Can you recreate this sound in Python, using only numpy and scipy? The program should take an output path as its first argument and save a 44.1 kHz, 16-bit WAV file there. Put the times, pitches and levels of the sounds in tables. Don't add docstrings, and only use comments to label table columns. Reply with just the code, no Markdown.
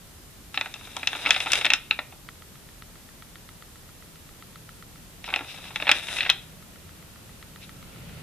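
import sys
import numpy as np
from scipy import signal
from scipy.fft import rfft, irfft, next_fast_len
from scipy.io import wavfile
from scipy.ndimage import uniform_filter1d, map_coordinates

SR = 44100
rng = np.random.default_rng(int(sys.argv[2]) if len(sys.argv) > 2 else 0)


def dump_mix(stems):
    frames = np.atleast_2d(stems).T
    limited = np.clip(frames, -1, 1)
    pcm = np.round(limited * 32767).astype(np.int16)
    wavfile.write(sys.argv[1], SR, pcm)


N = 362785
TIME = np.arange(N) / SR

# times of grip, lift, swing and landing in seconds, seconds pressed flat,
# then relative levels in dB of bending in the grip, bending in the swing and sliding.
TURNS = [(0.57, 1.048, 1.3, 1.581, 0.029, -52, -33, -41), (5.28, 5.804, 5.96, 6.17, 0.067, -48, -35.5, -42)]
# frequency in Hz, left-right correlation.
PAPER_COHERENCE = [(500, 1), (2000, 1), (3500, 0.37), (6000, 0.15), (12000, 0.18)]
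# frequency in Hz, left-right correlation.
AIR_COHERENCE = [(60, 0.68), (150, 0.78), (380, 0.53), (950, 0.32), (2380, 0.19), (5980, 0.032),
                 (15000, 0.02)]


def snaps(ring_db, flap_db, crack_db, shiver_db, size=4096):
    # start in seconds, relative level in dB, then flap and crack in dB against that level.
    buckles = [(0.5432, -30.5, -7, -11), (0.575, -17.5, -13.5, -26), (0.611, -20, -10, -16),
               (0.659, -30.5, -5, -22), (0.74, -33, -13, -3.5), (0.9658, -27.5, -4.5, -3.5),
               (1.0314, -25, -11.5, -22), (1.0727, -14.5, -21, -7.5), (1.131, -26, -4.5, -24),
               (1.151, -29.5, -3, -19), (1.252, -27, -6.5, -23), (1.261, -15, -17, -33),
               (1.269, -20, -5, -25), (1.292, -26.5, -3.5, -11), (1.3065, -7.5, -27, -9),
               (1.343, -22, -21, -16), (1.363, -20.5, -9, -17), (1.403, -21, -14, -10.5),
               (1.46, -28, -3, -15), (1.469, -25, -1.5, -27), (1.5187, -20.5, -24, 2),
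               (1.5328, -13, -17.5, -4.5), (1.554, -19, -20, -9), (1.612, -26, -10, -16),
               (1.647, -16, -16, -20), (1.653, -16.5, -14, -9.5), (1.6635, -17.5, -10.5, -12),
               (1.7029, -11.5, -22, -16), (1.718, -21, -9.5, -20), (1.7353, -10.5, -20, -4),
               (1.91, -12, -18, -28), (1.99, -22, -4.5, -39), (2.124, -45.5, 1, -29),
               (5.242, -32.5, -12, -13), (5.278, -38, 3.5, -11), (5.2878, -32.5, -2, -26),
               (5.303, -32.5, -7, -23), (5.327, -37, 5.5, -17), (5.339, -15, -16.5, -30),
               (5.3603, -19, -9, -16), (5.391, -29.5, -8, -25), (5.408, -35.5, 4, -20),
               (5.7587, -20.5, -13, -16), (5.8003, -27.5, -7, -29), (5.8233, -22, -9, -42),
               (5.855, -33, -10, -30), (5.869, -21.5, -8.5, -36), (5.877, -19.5, -9, -29),
               (5.892, -10, -11, -18.5), (5.898, -18.5, -25, -27), (5.9149, -7.5, -18, -10),
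               (6.0851, -26, -15, -33), (6.167, -26.5, -23, -14), (6.186, -24.5, -28, -16),
               (6.2065, -16.5, -34, -28), (6.2305, -26, -21, -22), (6.251, -27, -17, -29),
               (6.262, -23.5, -9, -37), (6.2939, -15.5, -15, -26), (6.2994, -9, -23, -13)]
    # frequency in Hz, gain in dB.
    paper_spectrum = [(88, -47), (150, -18), (189, -15), (318, -15), (525, -3.5), (818, -6), (1070, -7),
                      (2700, 2), (3030, -3), (3750, -4.5), (4540, -17.5), (5200, -5.5), (6300, -25),
                      (10400, -19), (15000, -42.5)]
    crack_spectrum = [(2500, -79), (4400, -3.5), (5300, 10), (7500, 0), (10500, -6.5), (12000, -13.5),
                      (15000, -18)]
    snap_emphasis = [(300, -14.5), (600, -13), (900, -6.5), (1350, 4), (2600, -5), (3300, 1),
                     (3900, 2), (5200, -8.5), (9000, -34.5)]
    # frequency in Hz, width in Hz, gain in dB.
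    stack_modes = [(310, 124, -12.5), (608, 74, -9.5), (822, 260, 2.5), (1333, 370, 0)]
    held_t60_s, free_t60_s = 0.023, 0.042
    typical_db, t60_halving_db = -21.5, 31
    resonance_db, resonance_octaves = 14.5, 0.68
    hz = np.fft.rfftfreq(size, 1 / SR)
    octave = np.log2(hz + 1)
    stack_gain = sum(amp(db) / (1 + ((hz - f) / (width / 2)) ** 2) for f, width, db in stack_modes)
    stack = 20 * np.log10(stack_gain)
    sheet = along(paper_spectrum, hz) + along(snap_emphasis, hz)
    out = np.zeros(N)
    for s, db, flap, crack in list(buckles) + creases():
        ring_hz = 2736 * 2 ** (0.0075 * crack - 0.0055 * flap)
        resonance = resonance_db * np.exp(-((octave - np.log2(ring_hz)) / resonance_octaves) ** 2)
        ring_t60 = held_t60_s + (free_t60_s - held_t60_s) * freedom(s)
        ring_t60 *= 2 ** ((typical_db - db) / t60_halving_db)
        ripple_db = 0.04 * map_coordinates(rng.standard_normal(80), [5 * octave])
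        ring = struck(kick(ring_t60, slips_db=8), sheet + resonance + ripple_db)
        thud = struck(kick(t60=0.045, slips_db=8), stack + ripple_db)
        edge = struck(kick(t60=0.011, slips_db=5), along(crack_spectrum, hz))
        shiver = struck(kick(t60=0.1, slips_db=25), sheet)
        pop = amp(ring_db) * ring + amp(flap + flap_db) * thud + amp(shiver_db) * shiver
        add(out, s, amp(db) * pop)
        add(out, s + 0.0005, amp(db + crack + crack_db) * edge)
    return out


def creases(per_second=15, scatter_db=3):
    typical_crease_db, typical_bend_db = -42.5, -44.5
    rows = []
    for turn in TURNS:
        grip, _, _, land = turn[:4]
        bend = bending(turn)
        slots = np.arange(grip, land, 1 / per_second)
        for slot, (late, strength) in zip(slots, rng.random((len(slots), 2))):
            s = slot + late / per_second
            db = typical_crease_db + 0.96 * (bend[round(s * SR)] - typical_bend_db)
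            db += scatter_db * (2 * strength - 1)
            flap = -11.5 * freedom(s)
            rows.append((s, db, flap, -17))
    return rows


def bending(turn):
    *_, hold_s, grip_db, swing_db, _ = turn
    lift_db, upright_db, landing_db = -45.5, swing_db - 4.5, swing_db + 2
    levels = [grip_db, lift_db, swing_db, upright_db, landing_db]
    return stages(turn, levels, fall_db_per_s=138, hold_s=hold_s)


def freedom(s):
    settle_s = 0.39
    return sum(np.interp(s, [lift, swing, land, land + settle_s], [0, 1, 1, 0])
               for _, lift, swing, land, *_ in TURNS)


def stages(turn, levels, fall_db_per_s, hold_s=0):
    grip, lift, swing, land = turn[:4]
    onset_db = -20 * np.maximum(grip - TIME, 0) / 0.07
    decay_db = -fall_db_per_s * np.maximum(TIME - land - hold_s, 0)
    return np.interp(TIME, [grip, lift, swing, (swing + land) / 2, land], levels) + onset_db + decay_db


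def rustle(bend_db, slide_db, flutter_db, waft_db):
    # frequency in Hz, gain in dB.
    crackle_spectrum = [(120, -47.5), (200, -19), (512, -9), (573, -6), (985, -5), (1100, -16.5),
                        (1200, -6), (2700, -0.5), (3030, -2.5), (3750, 2), (4510, -24), (4990, -10.5),
                        (6000, -20.5), (7800, -53), (13200, -120)]
    hiss_spectrum = [(2500, -44.5), (4500, -4), (5600, 5.5), (8000, 2), (10800, 4), (11800, -7),
                     (16000, -28)]
    waft_spectrum = [(100, 1.5), (200, -6), (330, 0), (550, -4.5), (1200, -25), (3000, -50)]
    slide_stages_db = [-17.5, -13, -5, -4, 1]
    crackle = stereo(grains(per_second=1100, spread_db=3.5, rub=1), crackle_spectrum, PAPER_COHERENCE)
    waft = stereo(rng.standard_normal((2, N)), waft_spectrum, PAPER_COHERENCE)
    hiss = stereo(grains(per_second=2000, spread_db=2.5, rub=1.8), hiss_spectrum, PAPER_COHERENCE)
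    out = np.zeros((2, N))
    for turn in TURNS:
        sliding = turn[-1] + stages(turn, slide_stages_db, fall_db_per_s=150)
        out += (crackle + amp(waft_db) * waft) * amp(bend_db + bending(turn))
        out += hiss * amp(slide_db + sliding)
    return out * amp(flutter_db * wobble(60))


def grains(per_second, spread_db, rub):
    slipping = rng.random(N) < per_second / SR
    strength = amp(spread_db * np.minimum(rng.exponential(size=N), 3))
    slips = unit(slipping * strength * rng.standard_normal((2, N)))
    return slips + rub * rng.standard_normal((2, N))


def fingers(level_db):
    # middle of the stroke in seconds, relative peak in dB, length in seconds.
    strokes = [(0.558, -43.5, 0.023), (0.845, -57, 0.036), (5.265, -44.5, 0.025), (5.506, -45, 0.066),
               (5.667, -50.5, 0.068), (7.633, -51.5, 0.051)]
    # frequency in Hz, gain in dB.
    skin_spectrum = [(600, -20), (2000, -1), (2700, 8), (3900, 3.5), (4500, -11), (5400, -1), (6500, -18),
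                     (12000, -20)]
    pressure = sum(amp(db) * np.exp(-(2 * (TIME - s) / length) ** 2) for s, db, length in strokes)
    return amp(level_db) * pressure * stereo(rng.standard_normal((2, N)), skin_spectrum, PAPER_COHERENCE)


def room(x, early_db, early_t60, tail_db):
    # frequency in Hz, reverberation time in seconds.
    decay_times = [(200, 0.24), (1000, 0.31), (3500, 0.39), (6000, 0.13), (14000, 0.094)]
    # frequency in Hz, gain in dB.
    wall_spectrum = [(100, 3), (4000, -7), (5200, -5.5), (7000, -7), (12000, -13)]
    hz, t, noise = signal.stft(rng.standard_normal((2, SR // 2)), SR, nperseg=256)
    tail = signal.istft(noise * amp(-60 * t / along(decay_times, hz)[:, None]), SR, nperseg=256)[1]
    t = np.arange(tail.shape[1]) / SR
    early = rng.standard_normal(tail.shape) * amp(-60 * t / early_t60)
    response = amp(early_db) * early / np.linalg.norm(early[0])
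    response += amp(tail_db) * tail / np.linalg.norm(tail[0])
    delayed = np.pad(x, (SR // 250, 0))
    wet = signal.fftconvolve(delayed[None], response, axes=1)[:, :N]
    return stereo(wet, wall_spectrum, PAPER_COHERENCE) * np.sqrt(np.mean(wet ** 2))


def ports(x, lead_s):
    # frequency in Hz, left minus right level in dB.
    left_excess = [(500, 0), (1300, 0), (2400, -0.5), (3400, 3), (4400, 7.5), (6000, 16), (8000, 16.5),
                   (12000, 15.5), (15000, -5)]
    # frequency in Hz, gain in dB.
    resonances = [(500, -3), (2200, -4), (2700, -1), (3050, -7.5), (3800, 0.5), (4500, 1.5), (5400, -4),
                  (7000, -3.5)]
    half = np.array([[0.5], [-0.5]])

    def response(hz):
        gain = amp(half * along(left_excess, hz) + along(resonances, hz))
        return gain * np.exp(2j * np.pi * hz * half * lead_s)
    return filtered(x, response)


def focus_drive(step_s, idle_db, offbeat_db, fade_db_per_s, size=4096):
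    # frequency in Hz, gain in dB.
    housing_spectrum = [(500, -34), (1000, -11), (1300, 4.5), (1600, -10.5), (1900, 0.5), (2500, -13),
                        (3600, -8), (4400, -12), (5500, -32.5)]
    hunts = [(2.289, 5.05), (6.626, 8.23)]
    # start in seconds, length in seconds, level in dB above idle.
    pushes = [(2.29, 0, 13.5), (2.823, 0, 8), (3.224, 0.42, 6), (4.425, 0.4, 6.5), (7.427, 0.36, 6.5)]
    housing = along(housing_spectrum, np.fft.rfftfreq(size, 1 / SR))
    out = np.zeros(N)
    for start, end in hunts:
        for step, s in enumerate(np.arange(start, end, step_s)):
            tick = struck(kick(t60=0.02, slips_db=-6), housing)
            push_db = [db - fade_db_per_s * max(at - s, s - at - length, 0) for at, length, db in pushes]
            add(out, s, tick * amp(idle_db + max(0, *push_db) + offbeat_db * (step % 2)))
    return out


def rumble(waver_db):
    # frequency in Hz, gain in dB.
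    spectrum = [(18, -37), (30, -6), (163, -4), (296, -15), (485, -16), (517, -17.5), (563, -14),
                (744, -23), (1190, -26), (1380, -15), (1540, -26), (2690, -19.5), (5000, -32),
                (6500, -60.5), (11000, -120)]
    # frequency in Hz, level in dB relative to the noise.
    drone = [(120, -9), (160, -6.5), (186, -10.5)]
    # time in seconds, level in dB.
    swell = [(0, -74), (6, -55.5), (7.7, -53.5), (7.95, -47), (8.23, -44)]
    noise = stereo(rng.standard_normal((2, N)), spectrum, AIR_COHERENCE)
    return (noise + tones(drone, waver_db)) * amp(np.interp(TIME, *np.transpose(swell)))


def hum(waver_db):
    # frequency in Hz, level in dB.
    partials = [(43.1, -66.5), (83, -65)]
    return tones(partials, waver_db)


def room_air(level_db):
    # frequency in Hz, gain in dB.
    spectrum = [(13, -34), (22, -3.5), (38, -1), (152, -2), (366, -10.5), (771, -15.5), (1300, -17),
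                (1620, -17.5), (1860, -17), (2140, -19), (3510, -18), (5030, -20), (13600, -20),
                (14700, -28.5), (16000, -49.5)]
    return amp(level_db) * stereo(rng.standard_normal((2, N)), spectrum, AIR_COHERENCE)


def tones(partials, waver_db):
    out = np.zeros(N)
    for hz, db in partials:
        amplitude = np.sqrt(2) * amp(db + waver_db * wobble(5))
        out += amplitude * np.sin(2 * np.pi * hz * TIME + 0.65 * wobble(13))
    return out


def kick(t60, slips_db, size=4096):
    t = np.arange(size) / SR
    slips = rng.standard_normal(size) * amp(-60 * t / t60)
    return (t == 0) + amp(slips_db) * slips / np.linalg.norm(slips)


def struck(force, gain_db):
    cepstrum = irfft(np.log(amp(gain_db)))
    half = len(cepstrum) // 2
    cepstrum[1:half] *= 2
    cepstrum[half + 1:] = 0
    sound = irfft(rfft(force) * np.exp(rfft(cepstrum)))
    peak_power = uniform_filter1d(sound ** 2, 128, mode="constant").max()
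    return sound / np.sqrt(peak_power + 1e-20)


def stereo(pair, spectrum, coherence):
    def response(hz):
        angle = np.arccos(np.clip(along(coherence, hz), -1, 1)) / 2
        return amp(along(spectrum, hz)) * [np.cos(angle), np.sin(angle)]
    mid, side = filtered(pair, response)
    return unit(np.array([mid + side, mid - side]))


def filtered(x, response):
    size = next_fast_len(N + SR // 4)
    return irfft(rfft(x, size) * response(np.fft.rfftfreq(size, 1 / SR)), size)[..., :N]


def wobble(knots_per_s):
    return map_coordinates(rng.standard_normal(int(N * knots_per_s / SR) + 4), [TIME * knots_per_s])


def along(points, hz):
    frequencies, values = np.transpose(points)
    return np.interp(np.log(hz + 1), np.log(frequencies + 1), values)


def add(track, s, sound):
    part = track[..., max(round(s * SR), 0):][..., :sound.shape[-1]]
    part += sound[..., :part.shape[-1]]


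def amp(db):
    return 10 ** (np.asarray(db) / 20)


def unit(x):
    return x / np.sqrt(np.mean(x ** 2) + 1e-20)


def scene():
    pops = snaps(ring_db=3, flap_db=3, crack_db=-1.5, shiver_db=-16)
    paper = pops + rustle(bend_db=2, slide_db=-2, flutter_db=2.5, waft_db=-16.5) + fingers(level_db=7)
    reflections = room(pops, early_db=-12, early_t60=0.098, tail_db=-18.5)
    ticks = focus_drive(step_s=0.06674, idle_db=-47.5, offbeat_db=-16, fade_db_per_s=66)
    background = room_air(level_db=-48.49) + rumble(waver_db=5) + hum(waver_db=5)
    return ports(paper + reflections, lead_s=40e-6) + ticks + background


def record(dry):
    cutoff_hz = 15300
    return filtered(np.clip(dry, -0.92, 0.92), lambda hz: 1 / np.sqrt(1 + (hz / cutoff_hz) ** 100))


dry = scene()
out = record(dry)
dump_mix(out)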